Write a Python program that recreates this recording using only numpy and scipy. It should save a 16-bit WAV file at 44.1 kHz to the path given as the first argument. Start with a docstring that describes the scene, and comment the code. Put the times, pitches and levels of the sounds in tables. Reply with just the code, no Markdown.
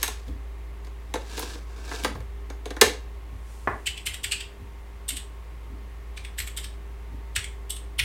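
"""A workbench in a small room, one close microphone; the equipment hums and its fans rush from the start.
A drive's lever rubs and clacks, then a floppy disk scrapes into a drive and is latched with a
loud snap, while soft thuds boom through the bench. A sleeve rustles and a hand knocks on the desk.
Then keys are typed in short bursts: each trips its switch, lands on the plate and springs back."""
import sys
import numpy as np
from scipy import signal
from scipy.fft import rfft, irfft, next_fast_len
from scipy.io import wavfile
from scipy.ndimage import uniform_filter1d, map_coordinates

SR = 44100
rng = np.random.default_rng(int(sys.argv[2]) if len(sys.argv) > 2 else 0)


def dump_mix(stems):
    """Bounce the given channels to the path in sys.argv[1] as a 16-bit WAV at rate SR."""
    frames = np.atleast_2d(stems).T  # one column per channel
    limited = np.clip(frames, -1, 1)  # hard clip at full scale
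    pcm = np.round(limited * 32767).astype(np.int16)
    wavfile.write(sys.argv[1], SR, pcm)


N = 354872
T = np.arange(SR // 2) / SR  # time since a blow

# resonances of a drive's panels and levers: f/Hz, width/Hz, level/dB
DRIVE_MODES = [(292, 60, 5), (379, 30, 2), (430, 30, 3.5), (504, 32, 4), (712, 35, -4.5), (868, 45, -1),
               (935, 45, -1.5), (1053, 62, -2), (1567, 45, 1), (1741, 35, 0), (2253, 75, 0),
               (2795, 110, -4), (3454, 60, -1), (3838, 70, 2), (4481, 130, -4), (6445, 130, 5),
               (8290, 400, -3), (9000, 350, 1.5), (10230, 360, -4), (13000, 900, -9)]
# keystrokes: t/s, trip/dB, time to bottom out/s, bottoming/dB, held/s, release/dB,
# then the key's own voice: plate/dB, spring/dB, click/dB, keycap/Hz, spring/Hz
KEYSTROKES = [(3.8669, -24, .0048, -21.5, 0.11, -32.5, -6, -4.5, -6, 2640, 8150),
              (4.0643, -28, .0054, -25.5, 0.078, -31, -1.5, -2, 1.5, 2770, 8500),
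              (4.241, -27.5, 0.0026, -29, 0.071, -37, 1, -1, -0.5, 3050, 8210),
              (4.3200, -20, .006, -23.5, .086, -29, -7, -6, -9.5, 2680, 8060),
              (5.0896, -27, .015, -31.5, 0.079, -31.5, -2.5, 2.5, 4, 3120, 8500),
              (6.1727, -42.5, .002, -40.5, .076, -38.5, 5.5, -4, -12, 3240, 8650),
              (6.3824, -41, .002, -37.5, 0.1, -47, 7, -7, 6, 2940, 8100),
              (6.39, -34.5, .0115, -32.5, .084, -39.5, 4.5, 4, 11, 3430, 8100),
              (6.5735, -30, .0096, -36, .069, -34, -2, -1, 2, 3170, 8400),
              (7.3607, -29, 0.0018, -25, 0.082, -36, 5, 2.5, -4, 3130, 8370),
              (7.7039, -29.5, .003, -42, 0.062, -39.5, -12, 2.5, 4.5, 3090, 8600),
              (7.9917, -20.5, 0.0047, -22.5, .042, -33, 3.5, -8, -4.5, 2940, 9400)]


def drives(pivot_hz=3000):
    """Lever, disk and latch strike the drives: a tick first, then the slower panels and heavy case."""
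    # lever, disk going in, latch; harder edges are brighter: t/s, level/dB, tilt/(dB/octave), panel/dB
    contacts = [(.029, -22.5, 4.5, 5), (.078, -29.5, 2, 2), (.28, -48, -2.5, -9), (0.847, -51, 0, -9),
                (0.869, -51, -2.2, 3), (1.139, -29, -1, 4.5), (1.155, -35, -4, 1.5),
                (1.377, -32.5, -0.9, -3), (1.393, -40, 8, 19), (1.426, -37.5, -2.5, 3),
                (1.552, -45.5, -3.5, -1), (1.913, -42.5, -2, 12), (2.0362, -33.5, 2, -8),
                (2.046, -23.5, -0.5, 3.5), (2.152, -49.5, -5, 3), (2.204, -49.5, -2.5, 0),
                (2.5, -41, -2.2, 2), (2.656, -35.5, -2.4, -5.5), (2.705, -36.5, -2.1, -0.5),
                (2.765, -40, -2.5, 5.5), (2.812, -12, 2.5, -13), (2.814, -9.5, -1.15, -2.5)]
    # bands of case, panel, lever, tick and edge: low/Hz, high/Hz
    part_bands = [(195, 720), (720, 2200), (2200, 6600), (6000, 11000), (11400, 18000)]
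    # how those five parts swing and settle: t60/s, attack/s, level/dB
    parts = [(0.11, 0.0019, -4), (0.071, .0016, -4.5), (0.035, .0004, 0), (.047, .00037, -6),
             (.028, 0.00025, -11.5)]
    track = np.zeros(N)
    for s, strength_db, tilt, panel_db in contacts:
        sound = np.zeros(len(T))
        for (lo_hz, hi_hz), (t60, attack, db), extra_db in zip(part_bands, parts, [0, panel_db, 0, 0, 0]):
            octaves = np.log2(np.sqrt(lo_hz * hi_hz) / pivot_hz)
            gain = amp(strength_db + db + extra_db + tilt * octaves)
            sound += gain * crest(band(drive_part(t60, attack), lo_hz, hi_hz))
        add(track, s, room(sound, wet_db=-4.5, build=0.0047))
    return track


def drive_part(t60, attack, ring_db=-4.0):
    """One contact rattles the case and rings its resonances."""
    # spectrum of the drive's case: f/Hz, level/dB
    case_spectrum = [(100, -26.5), (170, -10), (240, -3.5), (480, 0.5), (680, -2), (900, -2), (1250, -3),
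                     (1700, -4.5), (2800, -13), (3800, -13), (5400, -16.5), (8500, -13.5), (12000, -18.5),
                     (16000, -30)]
    modes = [(hz, width, db + rng.normal(0, 4.1)) for hz, width, db in DRIVE_MODES]
    ringing = resonate(1. * (T == 0), modes) * (1 - np.exp(-T / attack))
    return colour(unit(burst(t60, attack)) + amp(ring_db) * unit(ringing), case_spectrum)


def disk(grain_db=2.0, scratch_db=-8, scratches_per_s=420):
    """A lever rubs, then the jacket slides into the slot; its edges catch and the panels answer."""
    # spectrum of the sliding jacket: f/Hz, level/dB
    jacket = [(150, -2), (280, -4), (480, -3.5), (700, -2.5), (950, -4.5), (1250, 3), (1600, 0.5),
              (2300, -3), (5000, -6), (8000, -11), (12000, -22), (16000, -26.5)]
    # pushes of the disk into the drive: hardest/s, stop/s, scrape/dB, hiss/dB
    pushes = [(1.382, 1.55, -38, -37.5), (1.79, 1.817, -53, -59.5), (1.928, 2.03, -38.5, -39.5)]
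    catches = unit((rng.random(N) < scratches_per_s / SR) * rng.standard_normal(N))
    grain = unit(rng.standard_normal(N) * amp(grain_db * wobble(650) + 2.1 * wobble(60)))
    friction = grain + amp(scratch_db) * catches
    panels = resonate(friction, DRIVE_MODES)
    body = unit(band(colour(0.5 * friction + panels, jacket), 187, 2830))
    surface = unit(band(colour(friction + 0.24 * panels, jacket), 1800, 18000))
    lever_rub = amp(-36.5) * swell(0.032, rise_db_per_s=260, fall_db_per_s=105)
    track = lever_rub * (surface + .5 * body)
    for s, stop_s, scrape_db, hiss_db in pushes:
        effort = swell(s, 108, 42.5) * swell(stop_s, 0, 200)
        track += effort * (amp(scrape_db) * body + amp(hiss_db) * surface)
    return track


def keys(down_s=.01, up_s=.012):
    """Each key trips its switch, bottoms out a moment later and springs back when the finger lifts."""
    # how each stage rings the key: plate/dB, keycap/dB, spring/dB, click/dB
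    trip_mix = (-9.5, -4.5, -1.5, -12)  # the switch snaps: bright
    bottom_mix = (-3.5, -4, -9.5, -17.5)  # the stem lands on the plate: dull
    release_mix = (-6, -5, -5, -17.5)
    track = np.zeros(N)
    for s, trip_db, sink_s, bottom_db, held_s, release_db, *key in KEYSTROKES:
        plate_db, spring_db, click_db, cap_hz, spring_hz = key
        voice = np.array([plate_db, 0, spring_db, click_db])
        for delay, levels in [(0, voice + trip_db + trip_mix), (sink_s, voice + bottom_db + bottom_mix)]:
            down = key_blow(levels, cap_hz, spring_hz, t60=.031, travel_s=down_s,
                            lead_s=0.0002, scuff_db=-9, rebound_db=-13)
            add(track, s + delay - down_s, room(down, wet_db=-2.5, build=0.012))
        up = key_blow(voice + release_db + release_mix, cap_hz, spring_hz, t60=0.034, travel_s=up_s,
                      lead_s=0.00048, scuff_db=-9.5, rebound_db=-18)
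        add(track, s + held_s - up_s, room(up, wet_db=-2.0, build=0.014))
    return band(track, 700, 19000, order=2)


def key_blow(levels, cap_hz, spring_hz, t60, travel_s, lead_s, scuff_db, rebound_db, rebound_s=0.003):
    """The stem scuffs along its guide, trips the switch, hits its stop and rebounds."""
    # resonances of the mounting plate and the switch's click: f/Hz, width/Hz, level/dB
    plate_modes = [(1450, 820, -2.5), (2210, 760, 11)]
    click_modes = [(11130, 700, -8.5), (12500, 574, 3), (12600, 390, 7.5), (14900, 1280, -22)]
    # resonances of keycap and spring: ratio to the part's pitch, width/Hz, level/dB
    cap_modes = [(.95, 327, 4), (1.14, 479, 4), (1.45, 700, -3), (1.8, 1280, -8)]
    spring_modes = [(.88, 880, -4.5), (.995, 450, 3), (1.13, 750, -6)]
    hit = lambda delay: (T > delay) * amp(-60 * np.abs(T - delay) / t60)
    pitched = lambda modes, hz: [(ratio * hz, width, db) for ratio, width, db in modes]
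    scuff = amp(scuff_db) * (T < travel_s) * np.sqrt(T / travel_s)
    stop = hit(travel_s) + amp(rebound_db) * hit(travel_s + rebound_s)
    trip = hit(travel_s - lead_s) + 0.19 * hit(travel_s + 0.00067) + 0.96 * scuff
    parts = [(plate_modes, stop), (pitched(cap_modes, cap_hz), stop + scuff),
             (pitched(spring_modes, spring_hz), trip), (click_modes, trip)]
    return sum(amp(db) * crest(resonate(force * rng.standard_normal(len(T)), modes))
               for db, (modes, force) in zip(levels, parts))


def knock(at_s=3.674):
    """A hand knocks on the desk top and rebounds; the bench booms underneath."""
    # spectrum of the desk top: f/Hz, level/dB
    desk_spectrum = [(70, -37), (120, 2.5), (190, -13.5), (290, 5), (400, -0.5), (550, -5), (710, -1),
                     (830, -5), (980, 1.5), (1300, -1.5), (1850, -3), (2400, -15.5), (3200, -28.5),
                     (8000, -52)]
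    rattle = burst(t60=0.04, attack=0.00069)
    taps = 1.5 * rattle / np.linalg.norm(rattle)
    add(taps, 0, [1.])
    add(taps, .0052, [.75])  # the rebound
    rap = room(crest(colour(taps, desk_spectrum)), wet_db=-3.0, build=0.01)
    track = np.zeros(N)
    add(track, at_s, amp(-17) * rap + amp(-37) * boom())
    return track


def bench(start_hz=225, rise_hz=75):
    """Soft thuds boom through the bench with a hollow, rising ring; landing keys boom faintly."""
    # soft thuds: t/s, boom/dB, hollow ring/dB
    thuds = [(0.273, -34, -39), (2.037, -46, -33), (2.141, -35, -62), (2.184, -35.5, -60),
             (2.819, -31.5, -34.5), (3.314, -39.5, -50.5), (4.596, -36, -46), (5.112, -47, -43.5),
             (5.696, -40, -45.5), (7.112, -42, -42.5)]
    # spectrum of the hollow ring: f/Hz, level/dB
    hollow_spectrum = [(130, -34), (200, 6.5), (255, 14.5), (305, 12), (370, -28), (800, -25.5),
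                       (2000, -71.5)]
    pitch = start_hz + rise_hz * (1 - np.exp(-T / 0.025))
    envelope = amp(-60 * T / 0.12) * (1 - np.exp(-T / 0.0061))
    rising = crest(np.sin(2 * np.pi * np.cumsum(pitch) / SR) * envelope)
    track = np.zeros(N)
    for s, boom_db, hollow_db in thuds:
        hollow = crest(colour(burst(t60=0.3, attack=0.015), hollow_spectrum), size=900)
        add(track, s, amp(boom_db) * boom() + amp(hollow_db) * (0.67 * hollow + 0.466 * rising))
    for s, _, _, bottom_db, _, _, plate_db, *_ in KEYSTROKES:
        add(track, s, amp(bottom_db + plate_db - 13.5) * boom())  # follows the force on the plate
    return track


def boom():
    """The deep answer of the bench to a push."""
    # spectrum of the booming bench: f/Hz, level/dB
    boom_spectrum = [(30, -40.5), (55, 4), (80, 6.5), (120, -9), (170, -16), (400, -52)]
    return crest(colour(burst(t60=0.24, attack=0.012), boom_spectrum), size=900)


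def sleeve():
    """Cloth rustles as the arm moves to the keys."""
    # spectrum of rubbing cloth: f/Hz, level/dB
    cloth_spectrum = [(2000, -7), (5000, -3), (9000, -0.5), (15000, -13.5)]
    return amp(-57.5) * swell(3.52, rise_db_per_s=101, fall_db_per_s=22) * rush(cloth_spectrum)


def equipment(motor_hz=56.35):
    """The room tone: a deep motor hum, wavering mains and fan tones, and moving air."""
    # course of the motor hum: t/s, relative level/dB
    motor_levels = [(0.0, -37), (0.52, -36), (1.45, -37.5), (2.15, -35.5), (3.32, -37.5), (4.3, -43),
                    (5.24, -39), (6.43, -37), (8.05, -37)]
    # mains and fan tones: f/Hz, level/dB
    hum_tones = [(100, -61), (199.9, -69.5), (300, -69.5), (399.8, -59), (500, -80), (915, -69.5),
                 (1082, -66.5), (1147, -77), (1825, -74), (2089, -71)]
    # spectra of the fans' rush and the low rumble: f/Hz, level/dB
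    fan_spectrum = [(59, -39), (100, -16), (129, -10.5), (170, -24), (202, -6.5), (229, -18), (295, -12.5),
                    (322, -13), (398, -11.5), (535, -16.5), (1100, -17), (1450, -22), (2080, -21),
                    (5080, -34.5), (16000, -40.5)]
    rumble_spectrum = [(15, -11.5), (30, -6), (45, -5), (70, 2), (100, -12.5), (150, -10), (250, -52)]
    t = np.arange(N) / SR
    motor_gain = amp(3 + np.interp(t, *np.transpose(motor_levels)))
    track = motor_gain * np.sin(2 * np.pi * motor_hz * t + .05 * wobble(4))
    for hz, db in hum_tones:
        gain = np.sqrt(2) * amp(db + 2.36 * wobble(3.205))
        track += gain * np.sin(2 * np.pi * hz * t + 0.396 * wobble(7.6))
    return track + amp(-52.5) * rush(fan_spectrum) + amp(-51) * rush(rumble_spectrum)


def room(x, wet_db, build):
    """A blow plus the small room's diffuse answer, which has its colour and dies faster in the treble."""
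    # reverberation time: f/Hz, t60/s
    decay_times = [(150, 0.312), (500, 0.34), (1500, 0.31), (3500, 0.3), (8000, 0.27), (14000, 0.2)]
    energy = np.cumsum(np.abs(rfft(x)) ** 2)
    k = np.arange(len(energy))
    reach = k // 130 + 5
    lo, hi = np.maximum(k - reach, 0), np.minimum(k + reach, k[-1])
    tint = np.sqrt(np.abs(energy[hi] - energy[lo]) / (hi - lo))  # the blow's smoothed spectrum
    diffuse = irfft(tint * np.exp(2j * np.pi * rng.random(len(k))), len(x))
    hz, t, frames = signal.stft(diffuse, SR, nperseg=512)
    frames *= amp(-60 * t / along(decay_times, hz)[:, None])
    tail = signal.istft(frames, SR, nperseg=512)[1][:len(x)]
    tail *= 1 - np.exp(-(T / build) ** 4)
    return x + amp(wet_db) * tail * np.linalg.norm(x) / np.linalg.norm(tail)


def burst(t60, attack):
    """The dense rattle of one contact."""
    return rng.standard_normal(len(T)) * amp(-60 * T / t60) * (1 - np.exp(-T / attack))


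def rush(spectrum):
    """Steady coloured noise of rms 1."""
    return unit(colour(rng.standard_normal(N), spectrum))


def swell(s, rise_db_per_s, fall_db_per_s):
    """A gain that grows to 1 at time s and fades again."""
    t = np.arange(N) / SR - s
    return amp(np.minimum(rise_db_per_s * t, -fall_db_per_s * t))


def wobble(rate):
    """A smooth random curve, rate knots a second."""
    return map_coordinates(rng.standard_normal(int(N * rate / SR) + 4), [np.arange(N) * rate / SR])


def resonate(x, modes):
    """Pass x through resonances: f/Hz, width/Hz, level/dB."""
    f = np.fft.rfftfreq(len(x), 1 / SR)
    response = sum((-1) ** k * amp(db) * 1j * f * width / (hz * hz - f * f + 1j * f * width)
                   for k, (hz, width, db) in enumerate(modes))
    return irfft(rfft(x) * response, len(x))


def colour(x, spectrum):
    """Minimum-phase filter of the given shape: f/Hz, level/dB."""
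    m = 2 * next_fast_len(len(x) // 2 + 2048)
    gain = amp(along(spectrum, np.fft.rfftfreq(m, 1 / SR)))
    cepstrum = irfft(np.log(gain + 1e-6))
    cepstrum[1:m // 2] *= 2
    cepstrum[m // 2 + 1:] = 0
    return irfft(rfft(x, m) * np.exp(rfft(cepstrum)))[:len(x)]


def band(x, lo_hz, hi_hz, order=3):
    """Causal band-pass."""
    return signal.sosfilt(signal.butter(order, [lo_hz, hi_hz], "band", fs=SR, output="sos"), x)


def along(points, hz):
    """Interpolate (f/Hz, value) points on a log frequency axis."""
    f, values = np.transpose(points)
    return np.interp(np.log(hz + 1), np.log(f + 1), values)


def amp(db):
    """Decibels to gain."""
    return 10 ** (np.asarray(db) / 20)


def unit(x):
    """Scale to rms 1."""
    return x / np.sqrt(np.mean(x ** 2) + 1e-20)


def crest(x, size=256):
    """Scale a blow so that its loudest stretch of size samples has rms 1."""
    return x / np.sqrt(np.max(uniform_filter1d(x ** 2, size)) + 1e-20)


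def add(track, s, sound):
    """Mix a sound in at time s."""
    part = track[max(round(s * SR), 0):][:len(sound)]
    part += sound[:len(part)]


def scene():
    """One close microphone, fed to both channels with a trace of hiss in each."""
    mono = sleeve() + keys() + drives() + disk() + knock() + bench() + equipment()
    return mono + amp(-78) * rng.standard_normal((2, N))


def record(dry):
    """The latch overloads the input; nothing is kept above 16 kHz."""
    clipped = np.clip(dry, -1, 1)
    m = next_fast_len(N + SR // 2)
    passband = np.fft.rfftfreq(m, 1 / SR) < 16000
    return irfft(rfft(clipped, m) * passband, m)[:, :N]


dry = scene()
out = record(dry)
dump_mix(out)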